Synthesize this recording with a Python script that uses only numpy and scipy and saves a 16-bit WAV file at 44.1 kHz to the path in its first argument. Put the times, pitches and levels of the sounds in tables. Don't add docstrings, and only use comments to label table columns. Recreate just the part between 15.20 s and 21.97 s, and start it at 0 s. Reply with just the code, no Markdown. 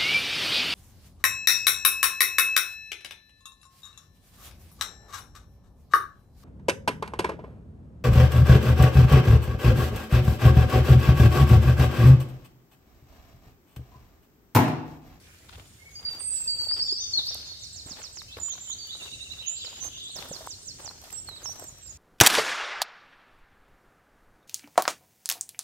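import sys
import numpy as np
from scipy import signal
from scipy.fft import rfft, irfft, next_fast_len
from scipy.io import wavfile
from scipy.ndimage import uniform_filter1d

SR = 44100
rng = np.random.default_rng(int(sys.argv[2]) if len(sys.argv) > 2 else 0)


def pcm_store(signal):
    levels = np.round(np.clip(np.atleast_2d(signal), -1, 1) * 32767)
    wavfile.write(sys.argv[1], SR, levels.astype(np.int16).T)


def attenuation_scalar(level_db):
    decades = np.asarray(level_db, float) / 20
    return 10 ** decades


N = 298746


def birds():
    direct, echo = np.zeros((2, N)), np.zeros(N)
    leaves = wander(count=4, size=130)
    short_notes(direct, echo, leaves)
    figures(direct, echo, leaves)
    repeated_syllables(direct, echo, leaves)
    far_buzz(echo)
    return direct + forest(echo)


def short_notes(direct, echo, leaves):
    near_held = [(0.756, 0.049, 4794, 4750, -42), (0.853, 0.039, 4716, 4640, -30.5),
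                 (1.278, 0.07, 4740, 4557, -30), (1.385, 0.075, 4600, 4546, -27)]
    near_flicks = [(1.485, 0.057, 4605, 5090, -27), (1.593, .04, 4497, 5470, -25),
                   (1.685, 0.046, 4496, 5230, -25.5)]
    near_falls = [
        (1.938, 0.029, 4364, 4330, -21.5),
        (1.975, 0.0253, 4300, 3540, -24),
        (2.068, 0.037, 4450, 5810, -31),
    ]
    right_held = [(3.588, 0.063, 4740, 4460, -41.5), (6.387, 0.071, 7750, 7490, -50)]
    right_drops = [(3.41, 0.127, 7356, 6080, -44), (6.614, 0.1, 7590, 6510, -51.5)]
    right_strokes = [(1.654, .062, 7180, 6880, -49), (5.973, .022, 5670, 5580, -53),
                     (1.921, 0.033, 7350, 5430, -46), (2.255, 0.027, 7330, 6490, -50),
                     (2.319, 0.022, 4700, 3580, -52), (4.45, 0.025, 5460, 3740, -43),
                     (4.832, 0.028, 8380, 7250, -49), (6.16, 0.021, 4800, 3610, -49.5),
                     (6.468, 0.027, 7420, 6760, -49.5)]
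    deep_middle = [(0.47, 0.09, 8650, 8480, -69), (0.38, 0.18, 7650, 7800, -74),
                   (0.709, 0.04, 6590, 6500, -51.5), (0.87, 0.074, 2710, 2750, -61),
                   (3.668, 0.022, 2960, 3040, -48), (3.695, 0.03, 3450, 4100, -40.5),
                   (4.405, 0.0197, 4100, 3260, -40.5), (4.434, 0.019, 3200, 3000, -44),
                   (4.365, 0.034, 5200, 5000, -57), (6.656, 0.027, 5360, 4800, -55)]
    deep_left = [(1.678, 0.027, 3620, 3850, -53), (1.811, 0.048, 3673, 3556, -44.5)]
    # bend (power of time), swell_db (start to end), left_right_db, echo_db
    manners = [
        (0.42, -3.5, -1.5, -3.5),
        (2.62, 2.5, -1, -4.5),
        (1, -5, 3.5, -5.5),
        (0.53, -1, -11, 3),
        (3.2, 11, -23, 5),
        (1.1, 8.5, -14, -1),
        (1.12, 3.5, 1.5, 6),
        (0.94, -3, 15, -4),
    ]
    kinds = [near_held, near_flicks, near_falls, right_held, right_drops, right_strokes, deep_middle, deep_left]
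    for notes, (bend, swell_db, pan_db, echo_db) in zip(kinds, manners):
        for note in notes:
            whistle(direct, echo, leaves, glide(*note, bend, swell_db), pan_db, echo_db)


def figures(direct, echo, leaves):
    # time_s, pitch_hz, level_db
    slide = [(.995, 8610, -45), (1.012, 8556, -42.5), (1.08, 8320, -32), (1.16, 7820, -32.5),
             (1.205, 7640, -37), (1.219, 7605, -28.5), (1.24, 7510, -40)]
    arch = [(5.92, 7900, -52), (5.933, 7440, -43), (5.975, 7760, -37), (6.0, 7750, -44), (6.025, 7170, -45)]
    dip = [(6.233, 6390, -54), (6.244, 6700, -41.5), (6.263, 5590, -41), (6.284, 5500, -43.5),
           (6.303, 5960, -43), (6.329, 5940, -47)]
    hook = [(4.256, 6050, -49), (4.272, 6630, -37.5), (4.287, 6860, -32), (4.316, 7130, -41),
            (4.365, 7370, -43.5), (4.39, 7460, -40.5)]
    plateau = [(4.601, 6040, -46), (4.616, 6190, -40), (4.644, 6293, -38.5), (4.686, 6280, -44)]
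    sag = [(6.077, 4380, -47), (6.093, 4190, -48), (6.11, 3970, -48), (6.129, 3880, -50),
           (6.155, 3910, -59)]
    arched = [(.59, 2103, -58), (0.629, 2160, -55.5), (0.669, 2247, -53), (0.711, 2177, -64),
              (.8, 2180, -62)]
    droop = [(1.0, 2690, -60), (1.071, 2614, -65), (1.15, 2620, -64), (1.23, 2634, -52.5),
             (1.28, 2575, -60), (1.35, 2530, -63)]
    crest = [(1.772, 5380, -34), (1.795, 5810, -37.5), (1.82, 6240, -32), (1.848, 6124, -33),
             (1.87, 5950, -48), (1.914, 5750, -40)]
    low_pair = [(3.082, 2690, -53), (3.112, 2630, -53), (3.126, 2650, -64), (3.14, 2634, -55),
                (3.155, 2660, -57)]
    falling_hold = [(3.202, 7240, -42), (3.217, 6970, -34.5), (3.25, 7110, -40), (3.284, 7070, -43),
                    (3.314, 6600, -37.5), (3.344, 5870, -45)]
    # left_right_db, echo_db
    places = [(-12, 0.5), (-11.5, -5.5), (-23, 0), (-21.5, 3.5), (-16.5, -1), (-17, 3), (-8, 4),
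              (8.5, -2.5), (-1.5, -4), (2, -4), (-22, 5)]
    sung = [slide, arch, dip, hook, plateau, sag, arched, droop, crest, low_pair, falling_hold]
    for rows, (pan_db, echo_db) in zip(sung, places):
        whistle(direct, echo, leaves, rows, pan_db, echo_db)


def repeated_syllables(direct, echo, leaves):
    # time_s, pitch_hz, level_db
    quick_sweep = [(0.0, 7710, 5), (0.015, 7640, 0), (0.03, 7030, 5), (0.045, 5640, 10), (0.065, 4400, 6.5),
                   (0.08, 3680, 3)]
    wide_sweep = [(0.0, 7950, -8), (0.012, 8250, -5), (0.024, 8120, -4), (0.045, 7100, 3), (0.056, 5820, 7),
                  (0.069, 4850, 0.5), (0.08, 4380, -1), (0.086, 4200, 9)]
    rise = [(0.0, 3076, 1), (0.02, 3140, 0.5), (0.036, 3600, 6.5), (0.05, 4050, 6), (0.062, 4460, -1)]
    trill_high = [(0.0, 3623, -6), (0.012, 3730, -2.5), (0.03, 4030, 1.5)]
    trill_low = [(0.0, 2873, -1.7), (0.019, 2640, -2)]
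    # first_start_s, last_start_s, period_s
    series = [
        (2.398, 2.93, .133),
        (4.905, 5.606, .1752),
        (3.085, 3.475, .195),
        (3.727, 4.187, .092),
        (3.801, 4.122, .064),
    ]
    # first_level_db, growth_db (each repeat), left_right_db, echo_db
    levels = [
        (-53, 0.42, -15, -0.5),
        (-45, -0.1, -10, -3),
        (-52.5, 3, 0, 4),
        (-41.5, 0.26, -15, 0.5),
        (-44, -0.3, -5, 1),
    ]
    shapes = [quick_sweep, wide_sweep, rise, trill_high, trill_low]
    for shape, (first, last, period), (db, growth_db, pan_db, echo_db) in zip(shapes, series, levels):
        for k in range(round((last - first) / period) + 1):
            rows = np.array(shape) + [first + k * period, 0, db + k * growth_db]
            whistle(direct, echo, leaves, rows, pan_db, echo_db)


def far_buzz(echo):
    starts = [0, .01, .111, 1.655, 1.656, 1.8, 2.294, 3.041, 3.623, 4.196, 4.336, 4.36, 4.47, 4.75, 5.096]
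    # length_s, pitch_hz, span_hz, level_db
    far = [(0.18, 2290, 2200, -57.5), (0.29, 7200, 300, -66), (0.91, 7000, 250, -67),
           (0.053, 3500, 520, -47), (0.58, 3230, 710, -56), (0.05, 3620, 490, -50), (0.53, 7200, 2700, -52),
           (.13, 4200, 1230, -55), (0.62, 6900, 3400, -48.5), (0.099, 2973, 920, -40),
           (0.092, 4230, 2700, -42.5), (0.045, 4800, 710, -54), (0.15, 3060, 500, -55),
           (0.055, 4700, 850, -51), (0.63, 7000, 3200, -52.5)]
    # start_s, length_s, pitch_hz, span_hz, level_db
    climber = (4.67, .3, 2800, 1100, -42)
    rows = [(s, *row) for s, row in zip(starts, far)] + [climber]
    climbs_hz_per_s = [0] * len(far) + [5600]
    warbles = wander(count=len(rows), size=140)
    for (s, length, centre_hz, span_hz, db), climb, warble in zip(rows, climbs_hz_per_s, warbles):
        t = np.arange(0, length, 1 / SR)
        hz = centre_hz + climb * t + span_hz * warble[:len(t)] / 4
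        tone = np.sin(2 * np.pi * np.cumsum(hz) / SR)
        add(echo, s, attenuation_scalar(db) * tone * signal.windows.tukey(len(t), .6))


def glide(start, length, from_hz, to_hz, db, bend, swell_db):
    u = np.linspace(0, 1, 24)
    hz = from_hz + (to_hz - from_hz) * u ** bend
    return np.transpose([start + length * u, hz, db + swell_db * (u - .5)])


def whistle(direct, echo, leaves, rows, pan_db, echo_db):
    s, hz, db = np.transpose(rows)
    t = np.arange(s[0] - .006, s[-1] + 0.0049, 1 / SR)
    pitch = uniform_filter1d(np.interp(t, s, hz), 150)
    turn = 2 * np.pi * np.cumsum(pitch) / SR
    fade = signal.windows.tukey(len(t), min(0.016 * SR / len(t), 1))
    level = np.sqrt(2) * attenuation_scalar(np.interp(t, s, db)) * fade
    straight = 1 / np.sqrt(1 + attenuation_scalar(2 * echo_db))
    spot = (1.1 * pitch + 6000 * t + 9000 * s[0]).astype(int)
    scatter = leaves[:, spot] * (.15 + .45 * straight * attenuation_scalar(echo_db))
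    paths = 1 + scatter[:2] + 1j * scatter[2:]
    ears = attenuation_scalar([[pan_db / 2], [-pan_db / 2]]) * np.exp(1j * (turn + np.array([[2.9], [0]])))
    overtone = (ears ** 2 / abs(ears)).imag
    add(direct, t[0], level * straight * (paths * ears).imag)
    add(direct, t[0], attenuation_scalar(-44) * level * straight * overtone)
    add(echo, t[0], level * straight * attenuation_scalar(echo_db) * np.sin(turn))


def forest(x):
    # pitch_hz, time_to_fall_60_db_s
    echo_time = [(2500, 2.18), (4500, 2.03), (6500, 2.28), (8500, 1.72)]
    taps = np.zeros((2, 2 * SR))
    at = np.arange(100, 2 * SR - 24, 24) + rng.integers(0, 24, (2, (2 * SR - 101) // 24))
    np.put_along_axis(taps, at, rng.standard_normal(at.shape), 1)
    hz, t, z = signal.stft(taps, SR, nperseg=256)
    fall = attenuation_scalar(-60 * t / read(echo_time, hz)[:, None]) * (1 + 3.64 * np.exp(-t / 0.03))
    stands = evened(uniform_filter1d(uniform_filter1d(rng.standard_normal(z.shape), 3, 1), 9, 2))
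    fall = fall * attenuation_scalar(4.34 * stands)
    tail = signal.istft(z * fall, SR, nperseg=256)[1]
    mid, side = signal.fftconvolve(x[None], tail / np.linalg.norm(tail[0]), axes=1)[:, :N]
    mid, side = attenuation_scalar(-0.5) * mid, attenuation_scalar(1.5) * side
    return np.array([attenuation_scalar(0.5) * (mid + side), attenuation_scalar(1.0) * (mid - side)])


def boots():
    # start_s, length_s, soil_db, gravel_db, grit_db
    scuffs = [(0.282, 0.15, -61.5, -62.5, -102), (0.786, 0.082, -59, -71, -101),
              (0.884, 0.15, -54.5, -59, -61), (1.092, 0.24, -69, -70, -55), (1.343, 0.36, -60.5, -69, -61),
              (1.561, 0.037, -55, -47.5, -89), (1.946, 0.18, -59.5, -67, -61), (2.1, 0.18, -58, -59.5, -66),
              (2.66, 0.091, -52.5, -65, -78), (2.762, 0.1, -52.5, -58.5, -90),
              (3.167, 0.052, -47, -68, -92), (3.285, 0.28, -80, -65, -67.5), (3.64, 0.26, -67, -72, -66),
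              (3.805, 0.096, -58, -61.5, -68), (4.123, 0.16, -63, -66.5, -72),
              (4.436, 0.29, -61.5, -61, -64), (4.624, 0.067, -50.5, -68, -55),
              (4.948, 0.15, -48, -58, -57.5), (5.088, 0.23, -54, -95, -60), (5.585, 0.18, -55.5, -67, -92),
              (5.808, 0.16, -56.5, -65.5, -60), (6.082, 0.34, -55.5, -77, -81),
              (6.205, 0.19, -65, -68, -59), (6.393, 0.13, -56.5, -99, -68)]
    # pitch_hz, level_db (per Hz)
    soil_tone = [(150, -5.5), (300, -0.5), (500, 0.5), (900, -1), (1500, -7), (3000, -21)]
    # pitch_hz, level_db (per Hz)
    gravel_tone = [(600, -54), (1300, -8.5), (2200, -11), (3500, -5.5), (6000, -20), (9000, -46)]
    # pitch_hz, level_db (per Hz)
    grit_tone = [(2500, -12), (5000, 9.5), (9000, 5.5), (10500, -3.5), (12200, 4.5), (13500, 1),
                 (16000, -14)]
    weight = np.zeros((3, N)) + attenuation_scalar([[-68], [-72], [-71]])
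    for s, length, *db in scuffs:
        t = np.arange(0, length + 0.36, 1 / SR)
        onset_s = np.array([[.008], [.008], [.3 * length]])
        press = np.minimum(t / onset_s, 1) * np.exp(-(t / length) ** 3)
        settling = np.minimum(press / .1 + t / length, 1) * np.exp(-t / 0.085)
        add(weight, s, attenuation_scalar(db)[:, None] * (press + 0.047 * settling))
    clumps_db = np.array([[3.5], [3.5], [1.5]]) * wander(count=3, size=400)
    weight = weight * attenuation_scalar(clumps_db)
    soil = grains(soil_tone, weight[0] * attenuation_scalar(-2.5), per_s=170, spread_db=1.2, length_s=0.0089, smooth=1.0)
    gravel = grains(gravel_tone, weight[1] * attenuation_scalar(0.5), per_s=500, spread_db=0.4, length_s=0.00046, smooth=3.1)
    grit = grains(grit_tone, weight[2] * attenuation_scalar(2.5), per_s=1200, spread_db=2.6, length_s=.001, smooth=1.1)
    return soil + gravel + grit


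def grains(spectrum, level, per_s, spread_db, length_s, smooth):
    hits = rng.random(N) < per_s / SR
    size = attenuation_scalar(spread_db * np.minimum(rng.exponential(1, N), 5)) * hits
    burst = np.exp(-np.arange(600) / (length_s * SR))
    shape = evened(signal.oaconvolve(size, burst)[:N]) + smooth
    mid, side = colour(shape * rng.standard_normal((2, N)), spectrum)
    return pair(evened(mid) * level, evened(side) * level)


def stones():
    # time_s, peak_db, pitch_hz, ring_cycles
    knocks = [(1.47, -38, 644, 2.1), (1.5136, -35.5, 1390, 2.7), (1.724, -36.5, 377, 5.4),
              (1.975, -47, 294, 14), (2.109, -45, 630, 2.4), (2.153, -38, 720, 2.3), (2.661, -46, 281, 6.4),
              (2.71, -40, 244, 2.7), (2.97, -42, 860, 1.4), (3.018, -40, 1150, 2.3), (3.169, -34.5, 463, 5),
              (3.283, -44.5, 1110, 15), (3.499, -45, 1080, 7.5), (4.445, -47, 500, 11),
              (4.645, -49, 530, 11), (4.96, -44, 626, 9.6), (5.022, -43, 780, 3.7),
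              (5.114, -29.5, 540, 4.3), (5.207, -38, 642, 18), (5.273, -26, 960, 2.7),
              (5.677, -36, 813, 2.9), (5.838, -44.5, 720, 8.7), (6.088, -30.5, 1230, 1.7),
              (6.257, -31, 1040, 3.5), (6.293, -38, 786, 5.2), (6.398, -63, 483, 4.5),
              (6.424, -36.5, 526, 2.2)]
    # time_s, peak_db, pitch_hz, ring_cycles
    thumps = [
        (0.775, -50, 105, 2),
        (1.974, -49.5, 106, 8.5),
        (2.658, -41, 109, 1.7),
        (3.168, -49, 86.1, 3.3),
        (5.108, -36.5, 161, 2),
    ]
    # time_s, peak_db, left_right_db
    ticks = [(0.2919, -59, -1.0), (0.9479, -46, -11), (1.0856, -44, -4), (1.417, -41, -4),
             (1.9781, -49, -7), (2.0629, -41, -8.5), (2.0734, -40, -11), (2.145, -29.5, -11),
             (2.662, -48, -2), (3.0022, -47, 6), (3.0232, -44, -6), (3.1714, -58, 0.5), (3.2896, -45, 2),
             (3.4981, -44, -1), (3.673, -40, -4.5), (3.693, -51, 0.5), (3.8089, -50, -9),
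             (4.1222, -46, 1.0), (4.6315, -47, -3), (4.642, -39, -4), (4.966, -52, 9), (4.9668, -36, 2),
             (5.0182, -44.5, 0.5), (5.0865, -38, -1.5), (5.2681, -40, -4.0), (5.7939, -63, 0),
             (5.8163, -44, -9), (5.8415, -41, -1.0), (5.9066, -39, -7), (5.9185, -46, 0.5),
             (5.9273, -32, 2.0), (6.0723, -49, 0.5), (6.0907, -41, -0.5), (6.3037, -39, 2), (6.397, -36, 2),
             (6.4414, -40, 4), (6.5851, -54.5, 2.5), (6.5851, -46, 0.5), (6.6689, -45, 2.5)]
    # pitch_hz, level_db
    tick_tone = [(3000, -7), (6000, 5), (8500, 2.5), (10300, -4.5), (12200, 9.5), (14000, -1), (16000, -1)]
    # time_s, peak_db, left_right_db
    clods = [(0.359, -57, 2.5), (0.392, -50, 1.0), (0.799, -52, 0.0), (0.934, -42, 0.0), (0.999, -51, 6),
             (1.204, -47, 6), (1.439, -52, 23), (2.199, -49, 2.0), (2.799, -53, 2.0), (3.185, -36, 4),
             (3.199, -42, 3.0), (3.258, -47, 9), (3.336, -43, 4), (3.354, -42.5, -1.0), (3.379, -43, -1),
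             (3.751, -43, 5), (3.769, -49, -2), (3.874, -49, -11), (4.19, -52, -1), (4.48, -39.5, 0.0),
             (4.528, -41, 0.5), (4.989, -46, 1.5), (5.149, -58, -6), (5.636, -50, 3), (5.663, -38, 1.5),
             (5.711, -37, 2), (5.879, -45, -3), (6.126, -59, 4.5), (6.219, -40, 0)]
    # time_s, peak_db, left_right_db
    cracks = [(0.2944, -41, 10), (0.3273, -47, 11), (0.3977, -43, 6), (0.5992, -67, -5),
              (0.6271, -65, -5.5), (0.7364, -65, 2.0), (0.829, -45, 4), (0.8651, -47, -2), (0.886, -42, 5),
              (1.006, -39.5, 5), (1.2228, -45, 2), (1.397, -45.5, 6), (1.4368, -49, 7), (1.5126, -39.5, 5),
              (1.597, -38, 4), (2.2714, -47.5, 7), (2.6635, -55, 6), (2.684, -49, 6), (2.7713, -45, 10),
              (2.8177, -40, 8), (2.8406, -39.5, 5), (2.9728, -41.5, 5), (3.0182, -42.5, 5),
              (3.1669, -46, 1), (3.1704, -36, 0), (3.2836, -49, 9), (3.3849, -49, 2.5), (3.6697, -54, 7),
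              (4.1372, -44, 1), (4.189, -56, 6), (4.4479, -41, 6), (4.6435, -47, -7), (4.9738, -49, 7),
              (5.0246, -37.5, 15), (5.1583, -53, 4), (5.2726, -50, 9), (5.5869, -49, 11),
              (5.6308, -59, 5.0), (5.6632, -51, 3.5), (5.6782, -44.5, 12), (5.9036, -43, -8),
              (6.0902, -41, 8), (6.1266, -63, -0.5), (6.1626, -50, 11), (6.2229, -48, 5.0),
              (6.2583, -40.5, 8), (6.3431, -65, -1.0), (6.397, -47, 2)]
    out, t = np.zeros((2, N)), np.arange(2500) / SR
    for s, db, hz, cycles in knocks + thumps:
        ring = np.sin(2 * np.pi * hz * t) + 0.073 * np.sin(2 * np.pi * 2.92 * hz * t)
        attack = 1 - np.exp(-t * hz * 2.5)
        knock = ring * attack * np.exp(-3.1 * t * hz / max(cycles, .5))
        add(out, s, attenuation_scalar(db) * knock / abs(knock).max() * np.ones((2, 1)))
    bright = snaps(ticks, low_hz=3300, high_hz=14200, rise_s=0.00088, lift_db=-1.4, side_db=-.5)
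    add(out, 0, colour(bright, tick_tone))
    add(out, 0, snaps(clods, low_hz=510, high_hz=1340, rise_s=0.00184, lift_db=-1.7, side_db=-16))
    add(out, 0, snaps(cracks, low_hz=810, high_hz=3400, rise_s=0.00126, lift_db=0.42, side_db=0))
    return out


def snaps(rows, low_hz, high_hz, rise_s, lift_db, side_db):
    out, t = np.zeros((2, N)), np.arange(900) / SR
    band = signal.butter(2, [low_hz, min(high_hz, 16000)], "band", fs=SR)
    swell = t / rise_s * np.exp(1 - t / rise_s)
    for (s, db, pan_db), noise in zip(rows, rng.standard_normal((len(rows), 2, len(t)))):
        mid, side = signal.lfilter(*band, noise * swell)
        mid, side = mid / abs(mid).max(), attenuation_scalar(side_db) * side / abs(side).max()
        ears = attenuation_scalar(db + lift_db + np.array([[pan_db], [-pan_db]]) / 2)
        add(out, s - rise_s, ears * [mid + side, mid - side])
    return out


def air():
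    # pitch_hz, level_db (per Hz)
    air_tone = [(25, -52), (42, -0.5), (93, 4), (125, -3.5), (191, -8.5), (234, -11.5), (331, -12.5),
                (751, -21.5), (810, -29.5), (2190, -22.5), (3690, -24.5), (8590, -27), (16000, -33)]
    frames = N // 256 + 5
    a, b, c, d, patches = rng.standard_normal((frames, 513, 5)).T
    patches = evened(uniform_filter1d(uniform_filter1d(patches, 8, 0), 16, 1))
    spectra = np.array([a + 1j * b, c + 1j * d]) * attenuation_scalar(2.1 * patches)
    hiss = signal.istft(spectra, nperseg=1024, noverlap=768)[1]
    mid, side = colour(hiss[:, :N], air_tone)
    return attenuation_scalar(-54.5) * pair(evened(mid), evened(side))


def pair(mid, side):
    # pitch_hz, side_minus_middle_db
    width = [(30, -2), (80, -23), (180, -6.5), (550, -7.5), (1650, -1), (4970, 1), (15000, 0.5)]
    side = colour(side, width)
    return np.array([mid + side, mid - side])


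def colour(x, points):
    size = next_fast_len(N)
    gain = attenuation_scalar(read(points, np.fft.rfftfreq(size, 1 / SR)))
    return irfft(rfft(x, size) * gain, size)[..., :N]


def read(points, hz):
    f, value = np.transpose(points)
    return np.interp(np.log(hz + 1), np.log(f + 1), value)


def wander(count, size):
    return evened(uniform_filter1d(uniform_filter1d(rng.standard_normal((count, N)), size), size))


def evened(x):
    return x / np.sqrt(np.mean(x ** 2) + 1e-20)


def add(mix, s, sound):
    part = mix[..., round(s * SR):][..., :sound.shape[-1]]
    part += sound[..., :part.shape[-1]]


def scene():
    return birds() + boots() + stones() + air()


def masked(x):
    hz, t, z = signal.stft(x, SR, nperseg=2048, noverlap=1024, window="cosine")
    bands = z[:, :1024].reshape(2, 64, 16, -1)
    level_db = 10 * np.log10((abs(bands) ** 2).mean(2) + 1e-16)
    band = np.arange(64)[:, None]
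    gap = band - band.T
    slope_db = np.where(gap > 0, 2.1 * gap, -6.5 * gap)
    reach_db = -38 + .5 * np.minimum(band, 27) - slope_db
    lasting = signal.lfilter([.3], [1, -.7], attenuation_scalar(2 * level_db.max(0)))
    mask_db = (10 * np.log10(lasting)[None] + reach_db[:, :, None]).max(1)
    keep = 1 / (1 + np.exp(np.clip(mask_db - level_db, -30, 30) / .8))
    keep[:, :5] = 1
    keep[:, 46:] = 0
    z[:, :1024] = (bands * keep[:, :, None]).reshape(2, 1024, -1)
    return signal.istft(z, SR, nperseg=2048, noverlap=1024, window="cosine")[1][:, :N]


def top_cut(x):
    return signal.sosfilt(signal.butter(12, 15850, fs=SR, output="sos"), x)


def record(dry):
    mix = masked(dry)
    return top_cut(mix)


dry = scene()
out = record(dry)
pcm_store(out)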